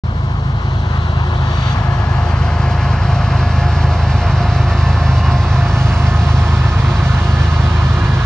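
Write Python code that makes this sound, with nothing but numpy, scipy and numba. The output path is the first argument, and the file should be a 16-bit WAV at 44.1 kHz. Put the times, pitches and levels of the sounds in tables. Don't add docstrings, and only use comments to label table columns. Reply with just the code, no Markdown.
import sys
import numpy as np
from scipy import signal
from scipy.fft import rfft, irfft, next_fast_len
from scipy.io import wavfile
from scipy.ndimage import map_coordinates
from numba import njit

SR = 44100
rng = np.random.default_rng(int(sys.argv[2]) if len(sys.argv) > 2 else 0)


def output_pcm(signal):
    pcm = np.clip(np.atleast_2d(signal).T, -1, 1) * 32767
    wavfile.write(sys.argv[1], SR, np.round(pcm).astype(np.int16))


N = 363825
TIME = np.arange(N) / SR

# frequency_hz, relative_db
GRIND_COLOUR = [(2950, -22), (3200, -1), (3550, -3), (3820, 0), (3960, -3), (4080, 2), (4350, -20)]
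HISS_COLOUR = [(1500, -3.5), (2500, -6.5), (3200, 4.5), (4100, 5), (5000, -0.5), (6000, -7), (7000, -13.5),
               (8200, -14), (9200, -36.5)]
ROAR_COLOUR = [(400, -13), (700, -9), (850, -3.5), (1020, 1), (1300, -2.5), (1720, -7.5), (1950, -11),
               (2600, -11.5), (3400, -12.5), (6000, -57.5)]
FAN_COLOUR = [(250, -20), (420, -7.5), (560, -4), (680, 2.5), (800, -2), (1000, -8), (1500, -29.5)]
GAS_COLOUR = [(20, -12.5), (35, -9), (70, .5), (105, 1.5), (135, 2.5), (180, -1), (235, -4.5), (310, -10),
              (450, -12.5), (800, -30.5)]
RING_COLOUR = [(2500, -32), (2800, -4), (2950, 4), (3250, -14.5), (3600, -10.5)]
CLOTH_COLOUR = [(1200, -14), (2400, 2), (3050, 0), (3390, 10), (3600, 7.5), (3900, 11), (4550, 1.5),
                (5200, -8.5), (6300, -11.5), (8500, -29)]
# time_s, level_db
GRIND_LEVEL = [(0, -58), (.4, -54), (.75, -45), (1.35, -45), (2, -54), (3.2, -50), (4.5, -44), (5.8, -47.5),
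               (6.6, -43.5), (8.25, -40.5)]
ROAR_LEVEL = [(0, -28), (1, -25.5), (2.3, -25.5), (3.5, -27), (5.5, -25.5), (6.25, -27), (6.7, -25),
              (7.15, -25.5), (8.25, -24.5)]
GEAR_LEVEL = [(0, -60), (.7, -47), (1.15, -38), (1.6, -45), (1.85, -34.5), (2.1, -34.5), (2.35, -49),
              (2.8, -34), (3.15, -40), (3.5, -35.5), (4.2, -44), (6.6, -50), (7.3, -39), (7.7, -40),
              (8.05, -34)]
# time_s, gain_db
LEAD_LEVEL = [(0, -3.5), (1, -3.5), (2, -1), (3, 0.1), (4.8, 0.8), (6.2, 1.1), (8.25, -0.5)]
# peak_s, hold_s, level_db, fall_db_per_s
BRUSHES = [(.65, 0.23, -35.5, 17.5), (1.595, 0.14, -24.5, 898)]
# pitch_hz, width_hz, relative_db
CASE_MODES = [(2960, 90, -6), (3390, 98, -1), (3730, 130, -1), (4560, 120, -10.5)]
# peak_s, hold_s, pitch_hz, level_db
SQUEALS = [(5.17, .1, 2875, -43), (5.2, .08, 2680, -46), (7.05, 1.1, 2846, -44)]
# peak_s, level_db
RAIL_RINGS = [(5.5, -49), (5.8, -31), (7.1, -32.5)]
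# cycle_multiple, level_db, scattered_share, loudest_s, half_width_s
WHINES = [(40.3, -37.5, .7, 3, 2.6), (40.4, -35.7, .8, 7.3, 1.2), (79.9, -30.2, .24, 4.4, 2),
          (95.5, -35, .2, 2.4, .7), (95.5, -39, .3, 4, .3), (95.5, -45, .3, .4, .8),
          (95.5, -39, .4, 6.2, 1.2), (120, -38, .4, 2.1, 1), (120, -33.6, .6, 5.55, .85),
          (126.2, -42, .4, 3.8, 2), (143.1, -36, .4, 7.2, 1.2), (200.1, -38.7, .45, 6.8, 2.8),
          (238.6, -47, .6, 3.8, 3), (358, -51, .7, 2.4, 1.2)]
# cycle_multiple, relative_db
FOUR_STROKE_NOTES = [(5, -42), (6, -22.4), (7, -43), (8, -34), (9, -17), (10, -31), (11, -28.5),
                     (12, -19.3), (13, -33.5), (14, -38), (15, -20.8), (16, -38), (17, -39), (18, -33.5),
                     (19, -41), (21, -36), (22, -42), (24, -44), (26, -40), (27, -52), (28, -49), (30, -49)]
TWO_STROKE_NOTES = [(3, -40), (4, -38), (5, -30.5), (6, -31), (7, -37), (8, -26.5), (9, -32), (10, -33),
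                    (11, -47), (12, -48), (13, -47), (14, -50), (15, -48)]
# time_s, centre_hz, width_hz, depth_share
LOW_HOLLOW = [(0, 2520, 600, .75), (1.25, 2320, 450, .72), (1.6, 2300, 500, 0)]
HIGH_HOLLOW = [(1.75, 3900, 500, 0), (2.3, 3650, 500, .35), (3.7, 3310, 380, .52), (5.25, 3220, 330, .68),
               (5.6, 2950, 400, .35), (6.8, 2900, 400, .35), (8.25, 2900, 400, .35)]
TOP_HOLLOW = [(0, 4750, 450, .4), (.7, 4950, 300, .15), (1.7, 4950, 300, .35), (2.4, 5000, 300, 0)]
# delay_ahead_ms, delay_ms_per_deg, level_db
BODY_ECHOES = [(2.6, -.005, -22), (2.95, -.009, -19)]

FOUR_STROKE_HZ, TWO_STROKE_HZ = 8.902, 16.164
FOUR_SAG_HZ_PER_S, TWO_SAG_HZ_PER_S = .0192, .0312
IN_STEP_S = 5.088
BENDS_BELOW_HZ, SHADED_ABOVE_HZ = 42, 64
TURN_DEG, TURN_S, AHEAD_S, DRIFT_DEG_PER_S = 94.4, 2.83, 4.06, 16
BEHIND_DEG, SHIELD_DB_PER_DEG = 58.3, .05
MID_PAN_DB, PORT_LAG_MS_PER_DEG = 8.5, .0014
OPEN_S, TOP_HZ = .036, 8800


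def undb(db):
    return 10 ** (np.asarray(db) / 20)


def curve(rows):
    times, *columns = np.transpose(rows)
    return [np.interp(TIME, times, column) for column in columns]


def walk(rate):
    knots = rng.standard_normal(400)
    coarse = map_coordinates(knots, [5 + TIME[::100] * rate], order=3, mode="wrap")
    return np.interp(TIME, TIME[::100], coarse)


def swell(peak_s, hold_s, rise_db_per_s, fall_db_per_s):
    before_s, after_s = np.maximum(peak_s - TIME, 0), np.maximum(TIME - peak_s - hold_s, 0)
    return -rise_db_per_s * before_s - fall_db_per_s * after_s


def going_by(nearest_s, half_width_s, db):
    return db - 10 * np.log10(1 + ((TIME - nearest_s) / half_width_s) ** 2)


def pan(db):
    return np.sqrt(2 / (1 + undb(np.array([-db, db])) ** 2))


def band(x, lo_hz, hi_hz):
    return signal.sosfiltfilt(signal.butter(2, [lo_hz, hi_hz], "band", fs=SR, output="sos"), x)


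@njit
def bandpass(x, hz, width_hz):
    hz, width_hz = hz * np.ones(len(x)), width_hz * np.ones(len(x))
    y, mid, low = np.empty(len(x)), 0., 0.
    for i in range(len(x)):
        g, damping = np.tan(np.pi * hz[i] / SR), width_hz[i] / hz[i]
        ring = (mid + g * (x[i] - low)) / (1 + g * (g + damping))
        mid, low = 2 * ring - mid, low + 2 * g * ring
        y[i] = damping * ring
    return y


def noise(colour):
    hz, db = np.transpose(colour)
    size = next_fast_len(N)
    bins_hz = np.arange(size // 2 + 1) * SR / size + 1e-3
    gain = undb(np.interp(np.log(bins_hz), np.log(hz), db))
    skirts = np.minimum(1, hz[-1] / bins_hz) ** 2 * np.minimum(1, bins_hz / hz[0])
    x = irfft(rfft(rng.standard_normal(size)) * gain * skirts, size)[:N]
    return x / x.std()


def rush(colour, db, woods_db):
    return undb(db) * np.array([undb(path_db) * noise(colour) for path_db in (0, woods_db, woods_db)])


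def partial(phase, scatter, rate):
    share = np.clip(scatter, 0, 1)
    direct, stray = np.sqrt(2 * (1 - share)), np.sqrt(share)
    return (direct + stray * walk(rate)) * np.cos(phase) + stray * walk(rate) * np.sin(phase)


def bearing():
    still_to_turn = np.clip(1 - TIME / TURN_S, 0, 1) ** 1.24
    drift = np.arctan(np.radians(DRIFT_DEG_PER_S) * (AHEAD_S - TIME))
    return TURN_DEG * still_to_turn + np.degrees(drift)


def wrap(x, degrees, ahead_hz, hz_per_deg, width_hz, null_deg, span_deg):
    depth = np.clip(1 + (degrees - null_deg) / span_deg, 0, 1.75)
    return x - depth * bandpass(x, ahead_hz + hz_per_deg * degrees, width_hz)


def ports(x, degrees):
    leftward = np.sin(np.radians(degrees))
    left_db, shade = MID_PAN_DB * leftward, leftward ** 2
    x = x - shade * bandpass(x, hz=5050, width_hz=800)
    x = x - .39 * shade * bandpass(x, hz=7300, width_hz=2200)
    mid_tilt = (pan(left_db) - 1) * band(x, 400, 2100)
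    scoop = (pan(-.25 * left_db) - 1.94) * band(x, 3110, 4360)
    left, right = x + mid_tilt + scoop
    mids = band(right, 420, 2300)
    lag_samples = PORT_LAG_MS_PER_DEG * degrees * SR / 1000
    right = right - mids + map_coordinates(mids, [np.arange(N) - lag_samples], order=3, mode="nearest")
    right = right - 2 * bandpass(right, hz=8500, width_hz=4600)
    left = wrap(left, degrees, ahead_hz=3328, hz_per_deg=11, width_hz=498, null_deg=71, span_deg=-67.5)
    right = wrap(right, degrees, ahead_hz=2460, hz_per_deg=1.8, width_hz=940, null_deg=50, span_deg=44)
    return np.array([left, right])


def body_echo(x, degrees):
    x = band(x, 960, 7000)
    return np.array([undb(db) * np.interp(TIME - (ms + ms_per_deg * degrees) / 1000, TIME, x)
                     for ms, ms_per_deg, db in BODY_ECHOES])


def hollow(pair, rows):
    hz, width_hz, depth = curve(rows)
    return pair - np.clip(depth, 0, 1) * bandpass(pair.mean(axis=0), hz, width_hz)


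def cloth_brush():
    strokes_db = [db + swell(s, hold_s, 57.5, fall) for s, hold_s, db, fall in BRUSHES]
    return noise(CLOTH_COLOUR) * undb(np.max(strokes_db, axis=0) + .6 * walk(40))


def cloth_rasp():
    pair = np.array([sum(undb(db) * bandpass(rng.standard_normal(N), hz, width_hz)
                         for hz, width_hz, db in CASE_MODES) for _ in range(2)])
    stroke_db = -32.5 + swell(peak_s=1.66, hold_s=.065, rise_db_per_s=48, fall_db_per_s=700)
    return pan(-7)[:, None] * pair / pair.std() * undb(stroke_db + 1.2 * walk(45))


def flange_squeals():
    out = 0
    for peak_s, hold_s, hz, db in SQUEALS:
        phase = 2 * np.pi * np.cumsum(hz + 11 * walk(22)) / SR
        out += undb(db + swell(peak_s, hold_s, 120, 90)) * partial(phase, scatter=.6, rate=45)
    return out


def wheel_grind():
    return noise(GRIND_COLOUR) * undb(curve(GRIND_LEVEL)[0] + 1.2 * walk(9) + 1.2 * walk(35))


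def rail_ring():
    rings_db = [db + swell(s, hold_s=0, rise_db_per_s=53.5, fall_db_per_s=4) for s, db in RAIL_RINGS]
    return rush(RING_COLOUR, np.max(rings_db, axis=0), woods_db=-21)


def rail_hiss(shield_db):
    pass_db = going_by(nearest_s=7.93, half_width_s=5.4, db=-32)
    return rush(HISS_COLOUR, pass_db + 1.33 * shield_db + .9 * walk(35), woods_db=-3.5)


def wheel_roar(shield_db):
    return rush(ROAR_COLOUR, curve(ROAR_LEVEL)[0] + shield_db + .83 * walk(30), woods_db=-8)


def fan_rush(shield_db):
    pass_db = going_by(nearest_s=4.1, half_width_s=2.46, db=-28.5)
    return rush(FAN_COLOUR, pass_db + .71 * shield_db + .72 * walk(25), woods_db=-13.5)


def turbo(cycle_hz):
    phase = 2 * np.pi * np.cumsum(462.3 * cycle_hz + 2 * walk(4)) / SR
    pass_db = going_by(nearest_s=8.6, half_width_s=4.3, db=-51)
    return undb(pass_db) * partial(phase, scatter=.5, rate=45)


def whines(cycle_hz):
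    crank = 2 * np.pi * np.cumsum(cycle_hz) / SR
    out = undb(curve(GEAR_LEVEL)[0]) * partial(190.85 * crank, scatter=.06, rate=16)
    for multiple, db, scatter, loudest_s, half_width_s in WHINES:
        beam = 1 / np.hypot(1, ((TIME - loudest_s) / half_width_s) ** 2)
        out += beam * undb(db + .8 * walk(2.5)) * partial(multiple * crank, scatter, rate=22)
    return out


def gas_rumble():
    pass_db = going_by(nearest_s=8.8, half_width_s=5.55, db=-23.5)
    return noise(GAS_COLOUR) * undb(pass_db + .31 * walk(12))


def engine(cycle_hz, notes, gain_db, firing_multiple, scatter, fade_rate, stack_hz=110, stack_q=3):
    cycles = np.cumsum(cycle_hz) / SR
    crank = 2 * np.pi * (cycles - np.interp(IN_STEP_S, TIME, cycles))
    out = 0
    for multiple, db in notes:
        hz = multiple * cycle_hz.mean()
        ratio = hz / stack_hz
        stack_lag = 2 * np.arctan(stack_q * (ratio - 1 / ratio))
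        loose_lag = 2 * np.pi * rng.random() * (multiple % firing_multiple > 0)
        shaded = np.interp(hz, [BENDS_BELOW_HZ, SHADED_ABOVE_HZ], [0, 1])
        tone = partial(multiple * crank - stack_lag - loose_lag, scatter * ratio ** 2, fade_rate)
        out -= undb(db + shaded * gain_db) * tone
    return out


def exhausts(four_hz, two_hz):
    lead_db = curve(LEAD_LEVEL)[0]
    trailing_db = going_by(nearest_s=7.7, half_width_s=5.4, db=3.06)
    lead = engine(four_hz, FOUR_STROKE_NOTES, lead_db, firing_multiple=3, scatter=.008, fade_rate=2)
    trailing = engine(two_hz, TWO_STROKE_NOTES, trailing_db, firing_multiple=1, scatter=.06, fade_rate=1.6)
    return lead + trailing


def scene():
    four_hz = FOUR_STROKE_HZ - FOUR_SAG_HZ_PER_S * TIME
    two_hz = TWO_STROKE_HZ - TWO_SAG_HZ_PER_S * TIME
    degrees = bearing()
    shield_db = -SHIELD_DB_PER_DEG * np.maximum(degrees - BEHIND_DEG, 0)
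    gas = gas_rumble()
    direct, *woods = fan_rush(shield_db) + wheel_roar(shield_db) + rail_hiss(shield_db) + rail_ring()
    engines = exhausts(four_hz, two_hz) + gas + undb(.5 * shield_db) * whines(four_hz)
    pair = ports(engines + direct + cloth_brush(), degrees) + body_echo(direct, degrees)
    pair += band(np.array(woods), 200, 9200) + wheel_grind()
    for rows in (LOW_HOLLOW, HIGH_HOLLOW, TOP_HOLLOW):
        pair = hollow(pair, rows)
    return pair + flange_squeals() + turbo(four_hz) + cloth_rasp()


def record(dry):
    opened = np.clip((TIME - OPEN_S) * 500, 0, 1)
    rounded = dry / (1 + (dry / .95) ** 10) ** .1
    return signal.sosfilt(signal.ellip(8, .2, 80, TOP_HZ, fs=SR, output="sos"), rounded * opened)


dry = scene()
out = record(dry)
output_pcm(out)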